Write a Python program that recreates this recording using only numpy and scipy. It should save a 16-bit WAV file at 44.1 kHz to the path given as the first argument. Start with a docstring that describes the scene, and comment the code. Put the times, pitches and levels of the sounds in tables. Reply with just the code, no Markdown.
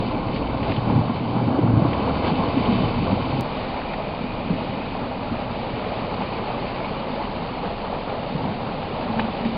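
"""Broken ice on a river in spate

Heard from a bridge through a dull little microphone: water rushes and bubbles, and slush fizzes as
its crumbs rub. For three seconds heavy floes grind and groan along the pier, sticking and slipping;
then single slabs bump, knock and crack in the open stream. A faint hum lies underneath, and a low
drone rises and fades."""
import sys
import numpy as np
from scipy import signal
from scipy.fft import rfft, irfft, next_fast_len
from scipy.io import wavfile
from scipy.ndimage import map_coordinates

SR = 44100
rng = np.random.default_rng(int(sys.argv[2]) if len(sys.argv) > 2 else 0)


def unload_audio(sound):
    """Save the sound as a 16-bit wav file, at the path given as the first command line argument."""
    columns = np.transpose(np.atleast_2d(sound))
    # keep every value between -1 and 1, then stretch to whole-number steps
    steps = np.round(np.clip(columns, -1, 1) * 32767)
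    wavfile.write(sys.argv[1], SR, steps.astype(np.int16))


N = 422037
TIME = np.arange(N) / SR
TURN_S = 3.41  # the scene changes: from the churn by the pier to the open stream

# floes shove against each other: (peak time [s], length [s], level [dB])
SHOVES = [(0.715, 0.14, -29.5), (0.948, 0.3, -22.5), (1.386, 0.21, -30), (1.692, 0.6, -23),
          (2.423, 0.11, -25), (2.714, 0.52, -27), (2.86, 0.18, -26.5), (3, .12, -26.5), (3.144, 0.15, -27),
          (3.405, 0.14, -27), (4.547, 0.15, -28), (5.334, .12, -26), (8.427, 0.27, -29.5)]


def amp(db):
    """Decibels to gain."""
    return 10 ** (np.asarray(db) / 20)


def unit(x):
    """Scales to rms 1."""
    return x / np.sqrt(np.mean(x ** 2) + 1e-20)


def curve(rows, column=1):
    """One column of a time table, at every sample."""
    rows = np.asarray(rows)
    return np.interp(TIME, rows[:, 0], rows[:, column])


def wander(per_s):
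    """A smooth random curve of rms 1."""
    return unit(map_coordinates(rng.standard_normal(4096), [TIME * per_s], order=2, mode="wrap"))


def swell(peak_s, length_s, curvature=0.86):
    """Builds from 0 to 1 at peak_s and dies away just as fast."""
    ramp = np.interp(TIME, [peak_s - length_s / 2, peak_s, peak_s + length_s / 2], [0, 1, 0])
    return np.sin(np.pi / 2 * ramp) ** curvature


def level(bed, swells):
    """Gain of a bed with swells on top; their powers add."""
    swell_power = sum((amp(db) * swell(s, length)) ** 2 for s, length, db in swells)
    return np.sqrt(amp(curve(bed)) ** 2 + swell_power)


def add(mix, s, sound):
    """Mixes a sound in at time s."""
    part = mix[max(round(s * SR), 0):][:len(sound)]
    part += sound[:len(part)]


def colour(x, spectrum):
    """Shapes x to a spectrum that rolls off beyond its ends; the result has rms 1."""
    size = next_fast_len(N)
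    hz = np.fft.rfftfreq(size, 1 / SR) + 1
    points_hz, db = np.transpose(spectrum)
    gain = amp(np.interp(np.log(hz), np.log(points_hz), db))
    roll_off = np.minimum(1, points_hz[-1] / hz) ** 2 * np.minimum(1, hz / points_hz[0])
    return unit(irfft(rfft(x, size) * gain * roll_off, size)[:N])


def pier_to_stream(x, by_pier, in_stream):
    """A quick crossfade from the colour by the pier to that of the open stream."""
    share = np.clip((TIME - TURN_S) * 20 + .5, 0, 1)
    return (1 - share) * colour(x, by_pier) + share * colour(x, in_stream)


def noise_band(edges_hz, samples):
    """Band-passed noise of rms 1."""
    band = signal.butter(2, edges_hz, "band", fs=SR, output="sos")
    return unit(signal.sosfilt(band, rng.standard_normal(samples)))


def patchy_noise(patch_db, width_hz, length_s):
    """Noise whose level drifts in patches of time and frequency."""
    hz, t, spectra = signal.stft(rng.standard_normal(N), SR, nperseg=512)
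    place = np.meshgrid(hz / width_hz, t / length_s, indexing="ij")
    patches = unit(map_coordinates(rng.standard_normal((128, 1024)), place, order=1, mode="wrap"))
    return unit(signal.istft(spectra * amp(patch_db * patches), SR, nperseg=512)[1][:N])


def grains(per_s, low_hz, high_hz, cycles, glide, spread_db, pitches=28):
    """A random shower of short ringing blips of many pitches and sizes."""
    out = np.zeros(N)
    for hz in np.geomspace(low_hz, high_hz, pitches):
        age = np.arange(int(2 * cycles * SR / hz)) * hz / SR / cycles
        tone = np.sin(2 * np.pi * cycles * (age + glide * age ** 2 / 2))
        blip = tone * np.exp(-np.pi * age) * (1 - np.exp(-20 * age))
        where, size = rng.random((2000, 2))[:int(per_s * N / SR / pitches)].T
        gains = amp(spread_db * np.minimum(-np.log(1 - size), np.pi))  # many small, few large
        train = np.bincount((where * N).astype(int), gains, N)
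        out += signal.oaconvolve(train, blip * hz)[:N]
    return unit(out)


def wind():
    """The faint low rumble of moving air."""
    # rumble colour: (frequency [Hz], relative level [dB])
    spectrum = [(5, -5), (20, -3.5), (50, -0.5), (80, -3.5), (160, -24.5)]
    return colour(rng.standard_normal(N), spectrum) * amp(-44.5 + 1.5 * wander(2.7))


def hum(pitch_hz=34.1):
    """A deep hum that wavers in pitch and level."""
    # slow rise and fall of the hum: (time [s], level [dB])
    bed = [(0, -41), (.35, -37.5), (1.2, -50), (2.2, -49), (2.85, -39), (3.6, -42), (5.6, -46.5),
           (7.7, -40), (8.8, -48.5), (9.57, -44.5)]
    gain = np.sqrt(2) * amp(curve(bed) + 1.4 * wander(7.4))
    hz = pitch_hz + 1.6 * wander(9)
    return gain * np.sin(2 * np.pi * np.cumsum(hz) / SR)


def drone():
    """A rough low tone that climbs in pitch and fades."""
    # the climb: (time [s], pitch [Hz], level [dB])
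    climb = [(0, 51.6, -49), (.55, 59.3, -35), (.9, 60.4, -46), (1.6, 61.5, -44.5), (2.1, 71.4, -32.5),
             (2.4, 75.1, -34), (3.0, 77.6, -45), (3.4, 77.4, -72)]
    hz = curve(climb) + 1.8 * wander(15)
    gain = np.sqrt(2) * amp(curve(climb, column=2) + 2.4 * wander(14))
    return gain * np.sin(2 * np.pi * np.cumsum(hz) / SR)


def water(splash_db=-8.5):
    """Turbulent rush with bubbles that chirp upward as they surface; waves and shoves swell it."""
    # the rush, strongest in the churn by the pier: (time [s], level [dB])
    flow = [(0, -28.5), (1.2, -30), (2.05, -26), (2.6, -26.5), (3.5, -29.5), (4.4, -31.5), (5.15, -31.5),
            (6.35, -29), (7.8, -31), (8.6, -30), (9.57, -30)]
    # waves slosh between the floes: (peak time [s], length [s], level [dB])
    sloshes = [(.69, 0.16, -28), (.91, 0.18, -31), (1.38, 0.15, -29), (2.09, 0.066, -27),
               (2.275, .12, -22.5), (3.09, 0.12, -28.5), (3.77, 0.065, -31), (6.22, 0.098, -31),
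               (6.5, 0.057, -36), (7.2, 0.081, -28), (7.65, 0.089, -27.5), (7.95, 0.093, -29),
               (8.11, 0.11, -30.5), (8.44, 0.094, -33), (9.0, 0.21, -31), (9.2, 0.16, -36)]
    # water colour in each place: (frequency [Hz], relative level [dB])
    by_pier = [(60, -24.5), (250, 3), (410, -2.5), (530, 1), (600, -2), (650, -0.5), (740, -1.5), (830, .5),
               (910, -3), (1080, -2), (1200, -10), (1500, -15), (1780, -23.5), (2600, -47)]
    in_stream = [(60, -15), (250, -6.5), (350, -3), (510, 0), (650, 0), (750, -2), (835, 0.5), (900, -2),
                 (1000, -4), (1250, -9), (1550, -16.5), (1800, -22.5), (2600, -33)]
    rush = patchy_noise(patch_db=0.3, width_hz=260, length_s=.05)
    bubbles = grains(per_s=700, low_hz=381, high_hz=1693, cycles=11.6, glide=0.097, spread_db=3.5)
    sound = pier_to_stream(rush + amp(-14) * bubbles, by_pier, in_stream)
    splashes = [(s, length, db + splash_db) for s, length, db in SHOVES]
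    return sound * level(flow, list(sloshes) + splashes) * amp(0.32 + 0.64 * wander(22))


def slush():
    """Ice crumbs hiss and tick against each other, louder where they are crushed."""
    # the steady fizz: (time [s], level [dB])
    fizz = [(0, -42.5), (1.2, -41.5), (1.75, -44), (2.05, -38.5), (2.75, -38), (3.6, -39), (4.25, -42),
            (4.6, -40), (5.1, -41.5), (6.3, -39), (7.75, -41), (8.7, -41), (9.57, -39)]
    # slush is crushed between floes: (peak time [s], length [s], level [dB])
    crunches = [(0.043, 0.24, -43), (.36, 0.093, -39.5), (0.71, 0.2, -40), (1.16, 0.067, -43),
                (2.279, .13, -36), (2.729, 0.41, -40), (3.78, 0.065, -47), (9.201, 0.18, -48)]
    # slush colour in each place: (frequency [Hz], relative level [dB])
    by_pier = [(1200, -29.5), (1780, -10.5), (2100, -2.5), (2190, -4), (2300, 0.5), (2490, -2.5), (2640, 0),
               (2780, -5.5), (3020, -.5), (3330, -9), (3600, -5.5), (4120, -10.5), (4380, -6), (5200, -17)]
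    in_stream = [(1200, -15), (1800, -5.5), (2000, -4), (2360, -2), (2550, -1.5), (2680, -4), (2930, -2.5),
                 (3350, -8), (3600, -7), (3900, -8), (4100, -10.5), (4330, -7.5), (4600, -10.5),
                 (5200, -17)]
    hiss = patchy_noise(patch_db=0.36, width_hz=430, length_s=.04)
    crumbs = grains(per_s=900, low_hz=1620, high_hz=5020, cycles=4.3, glide=0, spread_db=4.0)
    sound = pier_to_stream(hiss + amp(-13.5) * crumbs, by_pier, in_stream)
    return sound * level(fizz, crunches) * amp(0.18 + 0.5 * wander(25))


def rasp(width_hz=310):
    """A sheet of wet crumbs rubs along a floe and hisses in one broad, restless resonance."""
    # the rubbing: (time [s], pitch [Hz], level [dB])
    rub = [(0, 2284, -51), (1.7, 2296, -53.5), (2.5, 2300, -62), (3.8, 2380, -47), (4.6, 2470, -46),
           (5.4, 2444, -51), (6.1, 2344, -51), (6.9, 2340, -48.5), (7.6, 2340, -65)]
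    centre_hz = curve(rub) + 45 * wander(18)
    carrier = np.exp(2j * np.pi * np.cumsum(centre_hz) / SR)
    pole = np.exp(-np.pi * width_hz / SR)
    low_noise = signal.lfilter([1], [1, -2 * pole, pole * pole], rng.standard_normal(N) / carrier)
    return unit((carrier * low_noise).real) * amp(curve(rub, column=2) + 1.6 * wander(12))


def grinding():
    """Floes stick and slip along each other, hardest in a shove; each slip booms in the slabs."""
    # the steady grind: (time [s], level [dB])
    grind = [(0, -27), (.5, -28.5), (1.5, -25), (2.2, -25), (3.2, -26.5), (3.8, -34), (4.6, -30),
             (4.95, -31), (5.4, -31), (6, -31.5), (7.2, -31.5), (7.85, -34.5), (8.9, -31), (9.57, -30.5)]
    # boom of the floes in each place: (frequency [Hz], relative level [dB])
    by_pier = [(40, -31), (65, -9.5), (85, -2), (110, 2.5), (140, 0), (195, -1.5), (250, 0.5), (295, -1.5),
               (330, -8), (400, -13.5), (700, -29.5)]
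    in_stream = [(40, -26), (70, -7.5), (105, -1), (150, -1.5), (190, 0.5), (255, 1), (310, -6.5),
                 (400, -17), (700, -33.5)]
    slips = grains(per_s=130, low_hz=92.3, high_hz=390, cycles=4.1, glide=-0.12, spread_db=2.0)
    sound = pier_to_stream(rng.standard_normal(N) + amp(-20.5) * slips, by_pier, in_stream)
    return sound * level(grind, SHOVES) * amp(-0.36)


def groans(unsteady_db=0.5, waver=0.015):
    """A steady rub keeps one mode of a slab ringing; it swells and dies away."""
    # each rubbed slab has its own note: (peak time [s], length [s], pitch [Hz], level [dB])
    notes = [(.92, 0.33, 112.5, -24), (1.396, 0.22, 120.1, -23.5), (1.737, 0.37, 112, -23),
             (2.72, 0.18, 239, -26), (9.212, 0.25, 220.7, -25.5), (9.482, 0.21, 226.7, -29)]
    out = np.zeros(N)
    for peak, length, pitch_hz, db in notes:
        rub = swell(peak, length) ** 2 * amp(db + unsteady_db * wander(65))
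        hz = pitch_hz * (1 + waver * wander(40))
        out += rub * np.sqrt(2) * np.sin(2 * np.pi * np.cumsum(hz) / SR)
    return out


def cracks(dull_hz=3800, snap_db=5, snap_s=0.0004):
    """An edge gives way in one sharp snap and crumbles after it; the wet slush dulls its treble."""
    # edges break: (time [s], level [dB], pitch [Hz], 60 dB decay [s], sharpness [Q])
    breaks = [(0.2855, -31, 2300, .03, 2.3), (0.361, -30, 2300, 0.045, 3), (0.6295, -28, 2110, 0.04, 4),
              (.6945, -30, 2800, 0.015, 1.5), (0.7192, -22.5, 2300, 0.022, 2.5),
              (0.7642, -28, 3050, 0.04, 6), (1.931, -27.5, 2240, .04, 2.1), (2.6564, -31, 2970, .04, 3),
              (3.7633, -30, 2100, .06, 2.5), (3.816, -31, 1600, .025, 3), (3.935, -26, 1650, 0.06, 2),
              (5.865, -33, 2410, .03, 3), (6.22, -31, 2400, 0.048, 2.5), (6.8473, -30, 2360, .03, 4),
              (9.0862, -30, 1940, 0.024, 2.3), (9.194, -20.5, 1480, 0.027, 3.5),
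              (9.195, -21.5, 1900, .025, 3), (9.1985, -23, 2680, 0.04, 6), (9.4496, -30, 2300, .04, 2.3)]
    out, t = np.zeros(N), np.arange(SR // 4) / SR
    for s, db, hz, t60, sharpness in breaks:
        snap = amp(snap_db) * np.sin(2 * np.pi * hz * t) * np.exp(-t / snap_s)
        crumble = unit(signal.lfilter(*signal.iirpeak(hz, sharpness, SR), rng.standard_normal(len(t))))
        envelope = amp(-60 * t / t60) * (1 - np.exp(-t / snap_s))
        add(out, s, amp(db) * (snap + crumble * envelope))
    return signal.sosfilt(signal.butter(6, dull_hz, fs=SR, output="sos"), out)


def knocks(ring_s=0.03, rise_s=0.00055, grit=0.23, sharpness=2.2):
    """Small blocks knock together: one short hollow note, roughened by the crumbling contact."""
    # blocks meet: (time [s], level [dB], pitch [Hz])
    hits = [(.899, -16, 900), (1.097, -19, 1020), (1.365, -15, 912), (1.402, -16.5, 826), (1.793, -17, 700),
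            (1.85, -16.5, 1100), (1.935, -16, 680), (2.076, -13.5, 905), (3.757, -16, 720),
            (3.938, -19, 800), (4.138, -17, 850), (4.609, -17.5, 854), (4.951, -16, 757), (5.919, -19, 700),
            (5.986, -15.5, 786), (6.077, -18, 595), (6.22, -14.5, 817), (6.501, -16, 791),
            (6.58, -18.5, 650), (7.195, -25, 850), (7.927, -20, 810), (9.012, -21, 767),
            (9.194, -13.5, 840)]
    out, t = np.zeros(N), np.arange(SR // 4) / SR
    for s, db, hz in hits:
        crumble = noise_band([hz * (1 - .5 / sharpness), hz * (1 + .5 / sharpness)], len(t))
        envelope = amp(db - 60 * t / ring_s) * (1 - np.exp(-t / rise_s))
        add(out, s, (np.sin(2 * np.pi * hz * t) + grit * crumble) * envelope)
    return out


def bumps(rise_s=0.0035, fall_s=0.019, rattle=0.24):
    """A struck slab flexes: short waves arrive first, so the thud falls in pitch."""
    # slabs collide: (time [s], level [dB], start pitch [Hz], end pitch [Hz], 60 dB decay [s])
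    thuds = [(.697, -11.5, 303, 260, .08), (.777, -11.5, 129, 110, .09), (.902, -5, 220, 120, 0.05),
             (.927, -4, 150, 112, 0.037), (.959, -3.5, 150, 125, 0.05), (.976, -8, 230, 190, .06),
             (1.007, -11, 150, 120, 0.065), (1.093, -11, 265, 221, 0.089), (1.363, -9, 262, 121, 0.061),
             (1.402, -9, 190, 150, .045), (1.476, -11.5, 260, 235, .08), (1.543, -10, 271, 240, .09),
             (1.588, -3.5, 320, 280, 0.062), (1.610, -8.5, 250, 215, .05), (1.637, -9, 141, 118, 0.1),
             (1.684, -10, 250, 226, 0.057), (1.700, -11, 230, 200, 0.056), (1.736, -1, 135, 106, .045),
             (1.765, -6, 140, 110, 0.045), (1.773, -0.5, 135, 110, .045), (1.793, -9, 300, 260, .05),
             (1.820, -6, 180, 139.4, .04), (1.848, -8, 336, 257, 0.067), (2.014, -9, 238, 190, 0.055),
             (2.318, -6.5, 179, 140, 0.056), (2.389, -13, 202, 175, 0.088), (2.571, -4, 272, 228, 0.038),
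             (2.688, -5.5, 239.4, 200, 0.065), (2.727, -6.5, 210, 185, 0.09), (2.799, -13.5, 210, 180, .07),
             (2.831, -6, 230, 180, 0.045), (2.988, -10, 198, 170, 0.052), (3.025, -4.5, 210, 160, .042),
             (3.101, -12, 204, 188, .13), (3.123, -12, 215, 197, 0.1), (3.190, -12, 268, 240, .06),
             (3.295, -10, 220, 180, 0.038), (3.330, -13, 147, 121, 0.14), (4.238, -18, 262, 230, 0.1),
             (4.502, -7.5, 205, 135, 0.075), (4.532, -17, 240, 220, 0.077), (5.311, -13, 240, 215, 0.1),
             (5.668, -17, 140, 115, .06), (5.736, -14.5, 135, 110, 0.059), (6.040, -16, 200, 160, .05),
             (8.350, -15, 188, 131, 0.073), (8.450, -12.5, 230, 200, .05), (9.093, -16.5, 233, 215, 0.096),
             (9.199, -12.5, 240, 220, 0.077), (9.452, -12.5, 235, 204, 0.11)]
    out, t = np.zeros(N), np.arange(SR // 2) / SR
    for s, db, start_hz, end_hz, t60 in thuds:
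        hz = end_hz + (start_hz - end_hz) * np.exp(-t / fall_s)
        flex = np.sin(2 * np.pi * np.cumsum(hz) / SR)
        scrape = noise_band([90, 380], len(t))
        envelope = amp(db - 60 * t / t60) * (1 - np.exp(-t / rise_s))
        add(out, s, (flex + rattle * scrape) * envelope)
    return out


def tick(s=3.41, db=-16, decay_s=0.00044):
    """One tiny sharp tick."""
    out = np.zeros(N)
    add(out, s, amp(db) * np.exp(-TIME[:SR // 100] / decay_s))
    return out


def scene():
    """River, ice and the low background, in mono."""
    river = water() + slush() + rasp()
    ice = grinding() + groans() + bumps() + knocks() + cracks()
    background = hum() + drone() + wind()
    return (river + ice + background)[None]


def record(dry, mic_edge_hz=5020, top_hz=15700, hiss_db=-94):
    """The microphone passes little above 5 kHz; a trace of hiss and one tick come after it."""
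    # the recorder's hiss: (frequency [Hz], relative level [dB])
    hiss_spectrum = [(5000, 0.5), (8000, -1.5), (15000, -5)]
    mic_filter = signal.firwin(161, mic_edge_hz, window=("kaiser", 7), fs=SR)
    top_filter = signal.firwin(511, top_hz, window=("kaiser", 9), fs=SR)
    dull = signal.oaconvolve(dry, mic_filter[None], "same")
    hiss = amp(hiss_db) * colour(rng.standard_normal(N), hiss_spectrum)
    return signal.oaconvolve(dull + hiss + tick(), top_filter[None], "same")


dry = scene()
out = record(dry)
unload_audio(out)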